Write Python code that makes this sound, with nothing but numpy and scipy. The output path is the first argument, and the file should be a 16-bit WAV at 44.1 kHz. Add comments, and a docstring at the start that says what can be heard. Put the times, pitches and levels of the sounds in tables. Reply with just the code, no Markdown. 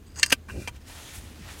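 """Turning a camera lens over in gloved hands

Close by in a quiet, dry room, a plastic part, probably the rear cap, scrapes round, snaps over its catch,
knocks into its seat and slides on to a soft stop: decaying modes make the impacts, stick-slip noise the slides.
Cotton gloves brush the barrel (uneven filtered noise) and the hands bump it dully (damped low sines).
Underneath lie a low room rumble, a wavering hum and a thin electrical whine."""
import sys
import numpy as np
from scipy import signal
from scipy.fft import rfft, irfft, next_fast_len
from scipy.io import wavfile
from scipy.ndimage import uniform_filter1d, map_coordinates

SR = 44100
rng = np.random.default_rng(int(sys.argv[2]) if len(sys.argv) > 2 else 0)


def transcribe(u):
    """Save the signal u as a 16-bit wav file named by the first command-line argument.

    u: samples, shape (n,) or (channels, n), limited to [-1, 1]; the rate is SR.
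    q: integer samples, one column per channel.
    """
    v = np.clip(np.atleast_2d(u).T, -1, 1)
    q = np.round(v * 32767).astype(np.int16)
    wavfile.write(sys.argv[1], SR, q)


N = 70560

# Modes of the lens and cap, with relative levels for three places of impact:
# (frequency [Hz], decay time T60 [s], level at catch [dB], level at seat [dB], level at stop [dB])
LENS_MODES = [(269, 0.05, -26, -10, -18), (543, 0.022, -30, -5.5, -19), (964, 0.067, -21, -26, -2.5),
              (1176, 0.055, -20, -5, -10), (1557, 0.036, -7, -2, -10), (1835, 0.019, 2.5, -1, -14),
              (2379, 0.04, -10.5, -3.5, 0), (2744, 0.041, -0.5, -10, -7), (2966, 0.023, -12.5, 1, -22),
              (3150, 0.055, -13, -9.5, -6), (4363, 0.028, -1.5, -23, -23), (4802, 0.028, -0.5, 1, -9),
              (6200, .025, -4, -6.5, -6.5), (8480, 0.027, -3, -9, -18)]
# Spectrum of the dense wash of small modes:
# (frequency [Hz], gain at catch [dB], gain at seat [dB], gain at stop [dB])
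WASH_SPECTRA = [(119.9, -14.5, -3.5, -11), (825, -13.5, -8, -4.5), (1270, -20.5, -0.5, -9.5),
                (1680, 7, -15, -2), (2610, -1.5, 10, 6), (3420, -8, -0.5, -7), (4410, 4, -2.5, -8),
                (8640, -4, -10, -11), (10550, -12, -9, -18.5), (15900, -22, -20, -30)]
# Bare pressure pulse of a contact, relative: level [dB] at the catch, the seat and the stop
PUSH_LEVELS = [4, 12, 7.5]
# Snaps at the catch: (time [s], level [dB], bass tilt [dB/octave], treble tilt [dB/octave])
CATCH_SNAPS = [(.1583, -41, -6, -1.5), (.1895, -38, 1, -5.5), (.1958, -33.5, -15, 3.5),
               (.2298, -16.5, -18, 0.5), (.2311, -6, -1, -4), (.2378, -16.5, -2.5, -8),
               (.2617, -31.5, 4.5, 8), (.2995, -40.5, -4, 11.5), (.3045, -27, 0.5, -5.5)]
# Knocks into the seat: (time [s], level [dB], bass tilt [dB/octave], treble tilt [dB/octave])
SEAT_KNOCKS = [(.3065, -28.5, -17, 2), (.3187, -22, 0, -9.5), (.3226, -15, -2, 2.5),
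               (.3256, -8.5, 0.5, 0.5), (.3295, -17.5, -0.5, 4)]
# Soft taps that ring as at the stop: (time [s], level [dB], bass tilt [dB/octave], treble tilt [dB/octave])
STOP_TAPS = [(.675, -26, 1, -1.5), (.6788, -27, -0.5, 0.5), (.6835, -32.5, 1.5, 3), (.764, -49, -4, -2),
             (.897, -49, 6, 2)]
# Side signal of the snaps and knocks relative to their mid: (frequency [Hz], level [dB])
CLICK_WIDTH = [(3000, -53), (5500, -31), (7500, -15.5), (10000, -21)]
# First turn, scraping by the catch: (time [s], level [dB])
SCRAPE_LEVEL = [(.03, -81), (.075, -59), (.135, -70), (.17, -41.5), (.18, -40), (.197, -31), (.209, -44),
                (.223, -40.5), (.24, -46), (.26, -46.5), (.275, -51), (.282, -43), (.295, -53.5),
                (.306, -32), (.316, -47), (.365, -80)]
# Second turn, sliding to the stop: (time [s], level [dB])
SLIDE_LEVEL = [(.46, -94), (.49, -51), (.53, -53), (.58, -53), (.62, -47.5), (.67, -54.5), (.695, -50),
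               (.715, -82.5)]
# Scuff as the second turn breaks loose: (time [s], level [dB])
SCUFF_LEVEL = [(.48, -73), (.488, -43.5), (.507, -43.5), (.53, -71)]
# Resonances excited by the scrape: (frequency [Hz], width [Hz], gain [dB])
SCRAPE_RESONANCES = [(1480, 2500, -9), (2700, 280, -9), (4830, 330, 2), (6450, 1300, -3),
                     (7860, 1060, -7.5)]
# Resonances excited by the slide: (frequency [Hz], width [Hz], gain [dB])
SLIDE_RESONANCES = [(1540, 510, -3.5), (2000, 690, -6), (2425, 195, 3.5), (2680, 280, 0)]
# Resonances excited by the scuff: (frequency [Hz], width [Hz], gain [dB])
SCUFF_RESONANCES = [(1080, 380, -4.5), (1550, 280, 0), (2490, 560, -8.5)]
# Hiss of the sliding contact itself: (frequency [Hz], gain [dB])
CONTACT_HISS = [(300, -12.5), (2000, -6), (3500, 0.5), (6500, -1.5), (9000, -2.5), (15000, -14)]
# Gloves brushing the barrel: (time [s], level [dB])
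BRUSH_LEVEL = [(.68, -83.5), (.72, -66.5), (.766, -53.5), (.796, -73), (.814, -58), (.842, -64.5),
               (.878, -49.5), (1.0, -47.5), (1.13, -48.5), (1.16, -45.5), (1.206, -52.5), (1.25, -51.5),
               (1.35, -54), (1.42, -51.5), (1.512, -44), (1.575, -49.5), (1.6, -50.5)]
# Colour of cotton on the barrel: (frequency [Hz], gain [dB])
CLOTH_SPECTRUM = [(180, -34), (300, -21.5), (590, -1.5), (1220, -3.5), (1810, -2), (3280, -3), (6900, -8),
                  (15500, -19)]
# Resonance of the brushed barrel: (frequency [Hz], width [Hz], gain [dB])
BARREL_RESONANCE = [(1835, 99, 0)]
# A thumb stroking the ribbed focus ring: (time [s], level [dB])
RIBS_LEVEL = [(.9, -73), (.97, -53), (1.1, -51.5), (1.155, -55), (1.19, -81)]
# Resonances of the ribs: (frequency [Hz], width [Hz], gain [dB])
RIBS_RESONANCES = [(3500, 1400, 0), (6400, 1200, -1)]
# Treble of the cloth: (time [s], level [dB])
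FIZZ_LEVEL = [(.85, -73), (.88, -54), (1.13, -54.5), (1.155, -44.5), (1.185, -48.5), (1.21, -57),
              (1.42, -70), (1.57, -60), (1.6, -44)]
# Colour of that treble: (frequency [Hz], gain [dB])
FIZZ_SPECTRUM = [(2000, -34), (7000, 3), (10500, 3.5), (15500, -7)]
# Soft bumps of the hands: (time [s], level [dB], frequency [Hz])
HAND_BUMPS = [(0.487, -32, 216), (0.514, -31.5, 88), (0.566, -37, 123), (.71, -33, 78), (1.178, -30, 66),
              (1.237, -33, 245), (1.258, -34, 79), (1.296, -36.5, 176), (1.311, -30, 225),
              (1.393, -33.5, 200), (1.406, -30.5, 166), (1.428, -39, 61.7)]
# Dull rub of the grip: (time [s], level [dB])
GRIP_LEVEL = [(0, -59), (.13, -62), (.19, -46.5), (.3, -55), (.47, -63), (.52, -44.5), (.57, -32.5),
              (.625, -41.5), (.67, -60), (.84, -69), (1.14, -54.5), (1.6, -53)]
# Colour of the grip: (frequency [Hz], gain [dB])
GRIP_SPECTRUM = [(25, -27.5), (70, 3.5), (130, -3.5), (220, -7.5), (350, -6.5), (560, -14.5), (900, -28),
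                 (2000, -60)]
# Colour of the room noise: (frequency [Hz], gain [dB])
ROOM_SPECTRUM = [(18, -14), (30, -8), (39, 6.5), (55, 0), (90, 0), (150, -6.5), (300, -9.5), (600, -22),
                 (1000, -26.5), (2500, -30), (15500, -46)]

PIVOT_HZ = 3580  # the tilts turn about this frequency
# wash and crack: levels relative to the modes, and decay times
WASH_DB, WASH_T60_S, CRACK_DB, CRACK_T60_S = -1, 0.043, 3, 0.0088
ATTACK_S = 0.00017
BUMP_CYCLES, BUMP_RISE_S = 8.8, 0.0025  # cycles for a 60 dB decay; time constant of the rise
ROOM_DB, HUM_HZ, HUM_DB, WHINE_HZ, WHINE_DB = -49.5, 78, -50, 13765, -75.5  # levels are rms
TOP_HZ, CEILING = 16100, .88  # band limit; clipping amplitude


def ring(place):
    """Modal impact at the catch (0), seat (1) or stop (2): a pulse excites modes, a wash and a crack."""
    t = np.arange(SR // 8) / SR
    modes = np.zeros(len(t))
    for k, (hz, t60, *levels) in enumerate(LENS_MODES):
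        decay = amp(levels[place] + rng.normal(0, 1) - 60 * t / t60)
        modes += decay * np.sin(2 * np.pi * hz * t) * (-1) ** k  # alternating polarity
    spectrum = [(hz, gains[place]) for hz, *gains in WASH_SPECTRA]
    wash_decay = amp(WASH_DB - 60 * t / WASH_T60_S)
    crack_decay = amp(CRACK_DB - 60 * t / CRACK_T60_S)
    wash = noise(spectrum, size=len(t)) * (wash_decay + crack_decay)
    push = coloured(1.0 * (t == 0), lambda hz: along(spectrum, hz))
    push *= amp(PUSH_LEVELS[place]) / np.abs(push).max()
    return ((modes + wash) * (1 - np.exp(-t / ATTACK_S)) + push) / 2


def clicks(table, place):
    """Impact excitation: each contact rings the lens, and its hardness tilts the bass and the treble."""
    out = np.zeros(N + SR)
    for start, db, bass_db, treble_db in table:
        def tilt(hz):
            octaves = np.clip(np.log2((hz + 1) / PIVOT_HZ), -3, 1.5)
            return np.where(octaves < 0, -bass_db, treble_db) * octaves

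        hit = coloured(ring(place), tilt)
        out[round(start * SR):][:len(hit)] += amp(db) * hit
    return out[:N]


def friction(curve, resonances, grain_db, hiss_db):
    """Stick-slip friction: uneven slips of plastic on the mount ring the parts and hiss at the contact."""
    releases = slips(grain_db)
    ringing = patchy(resonant(releases, resonances), depth_db=3.5)
    hiss = unit(coloured(releases, lambda hz: along(CONTACT_HISS, hz)))
    return level(curve) * (ringing + amp(hiss_db) * hiss)


def scuff():
    """Break-away friction: very uneven slips ring the cap as the second turn breaks loose."""
    return level(SCUFF_LEVEL) * resonant(slips(grain_db=7), SCUFF_RESONANCES)


def gloves():
    """Fibre friction: many small slips of cotton brush the faintly ringing barrel, stroke ribs and fizz."""
    cloth = coloured(slips(grain_db=1.5), lambda hz: along(CLOTH_SPECTRUM, hz))
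    cloth = patchy(cloth, depth_db=0.95)
    barrel = resonant(rng.standard_normal(N), BARREL_RESONANCE)
    ribs = patchy(resonant(slips(grain_db=2), RIBS_RESONANCES), depth_db=3.0)
    fizz = unit(coloured(slips(grain_db=1.0), lambda hz: along(FIZZ_SPECTRUM, hz)))
    brush = level(BRUSH_LEVEL) * (cloth + amp(-14.0) * barrel)
    return brush + level(RIBS_LEVEL) * ribs + level(FIZZ_LEVEL) * fizz


def handling():
    """Damped oscillation: the hands bump the heavy lens, and the grip rubs as dull noise."""
    bumps = np.zeros(N + SR)
    t = np.arange(SR // 5) / SR
    for start, db, hz in HAND_BUMPS:
        envelope = amp(db - 60 * t * hz / BUMP_CYCLES) * (1 - np.exp(-t / BUMP_RISE_S))
        bumps[round(start * SR):][:len(t)] += envelope * np.sin(2 * np.pi * hz * t)
    return bumps[:N] + level(GRIP_LEVEL) * noise(GRIP_SPECTRUM)


def room():
    """Stationary background: rumble and faint hiss, a hum wavering in phase and level, a steady whine."""
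    t = np.arange(N) / SR
    hum = np.sin(2 * np.pi * HUM_HZ * t + 1.56 * wobble(9.46))  # phase wander in radians
    hum *= amp(2.3 * wobble(8.15))
    whine = np.sin(2 * np.pi * WHINE_HZ * t)
    return amp(ROOM_DB) * noise(ROOM_SPECTRUM) + amp(HUM_DB) * unit(hum) + amp(WHINE_DB) * unit(whine)


def slips(grain_db):
    """Stick-slip: noise whose fast random level stands for tiny releases of uneven size."""
    return rng.standard_normal(N) * amp(grain_db * wobble(1500))


def resonant(x, resonances):
    """Forced resonance: x through parallel squared band-pass responses, scaled to rms 1."""
    m = next_fast_len(N + SR // 4)
    f = np.fft.rfftfreq(m, 1 / SR)
    body = np.zeros(len(f), complex)
    for hz, width, db in resonances:
        damping = 1j * f * width
        body += amp(db) * (damping / (hz * hz - f * f + damping)) ** 2
    return unit(irfft(rfft(x, m) * body, m)[:N])


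def patchy(x, depth_db):
    """Shifting contact: the points of contact move, each lifting its own band for a moment; rms 1."""
    z = signal.stft(x, nperseg=256)[2]
    field = rng.standard_normal(z.shape)
    field = uniform_filter1d(field, size=8, axis=0)  # smooth over frequency
    field = uniform_filter1d(field, size=12, axis=1)  # smooth over time
    return unit(signal.istft(z * amp(depth_db * unit(field)), nperseg=256)[1][:N])


def noise(spectrum, size=N):
    """Spectral shaping: white noise filtered to the given spectrum, at rms 1."""
    return unit(coloured(rng.standard_normal(size), lambda hz: along(spectrum, hz)))


def coloured(x, gain_db):
    """Minimum-phase filtering: a folded cepstrum makes the gain in dB over frequency causal."""
    m = 2 * next_fast_len(len(x))
    cepstrum = irfft(np.log(amp(gain_db(np.fft.rfftfreq(m, 1 / SR)))), m)
    cepstrum[1:m // 2] *= 2
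    cepstrum[m // 2 + 1:] = 0
    return irfft(rfft(x, m) * np.exp(rfft(cepstrum)), m)[:len(x)]


def wobble(rate):
    """Random modulation: a smooth curve through normal random knots, rate of them a second."""
    knots = rng.standard_normal(int(N * rate / SR) + 4)
    return map_coordinates(knots, [np.arange(N) * rate / SR])


def level(points):
    """Envelope: gain per sample, linear in dB between (time [s], level [dB]) points."""
    return amp(np.interp(np.arange(N) / SR, *np.transpose(points)))


def along(points, hz):
    """Spectral interpolation: (frequency [Hz], value) points joined on a log frequency axis."""
    f, v = np.transpose(points)
    return np.interp(np.log(hz + 1), np.log(f + 1), v)


def unit(x):
    """Power normalisation: scale to rms 1."""
    return x / np.sqrt(np.mean(x ** 2) + 1e-20)


def amp(db):
    """Decibel law: level to amplitude gain."""
    return 10 ** (np.asarray(db) / 20)


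def scene():
    """Superposition: all sources are central; a quadrature side signal spreads the snaps and knocks."""
    loud = clicks(CATCH_SNAPS, place=0) + clicks(SEAT_KNOCKS, place=1)
    turns = friction(SCRAPE_LEVEL, SCRAPE_RESONANCES, grain_db=4.5, hiss_db=-16.5)
    turns += friction(SLIDE_LEVEL, SLIDE_RESONANCES, grain_db=1.0, hiss_db=-0.5)
    turns += scuff()
    mid = loud + turns + clicks(STOP_TAPS, place=2) + gloves() + handling() + room()
    width = amp(along(CLICK_WIDTH, np.fft.rfftfreq(N, 1 / SR)))
    side = irfft(1j * rfft(loud) * width, N)  # 1j turns the phase by 90 degrees
    return np.array([mid + side, mid - side])


def record(dry):
    """Clipping and band limiting: the recorder clips the sharpest peaks, then cuts all above its limit."""
    m = next_fast_len(N + SR // 2)
    clipped = np.clip(dry, -CEILING, CEILING)
    passband = np.fft.rfftfreq(m, 1 / SR) < TOP_HZ
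    return irfft(rfft(clipped, m) * passband, m)[:, :N]


dry = scene()
out = record(dry)
transcribe(out)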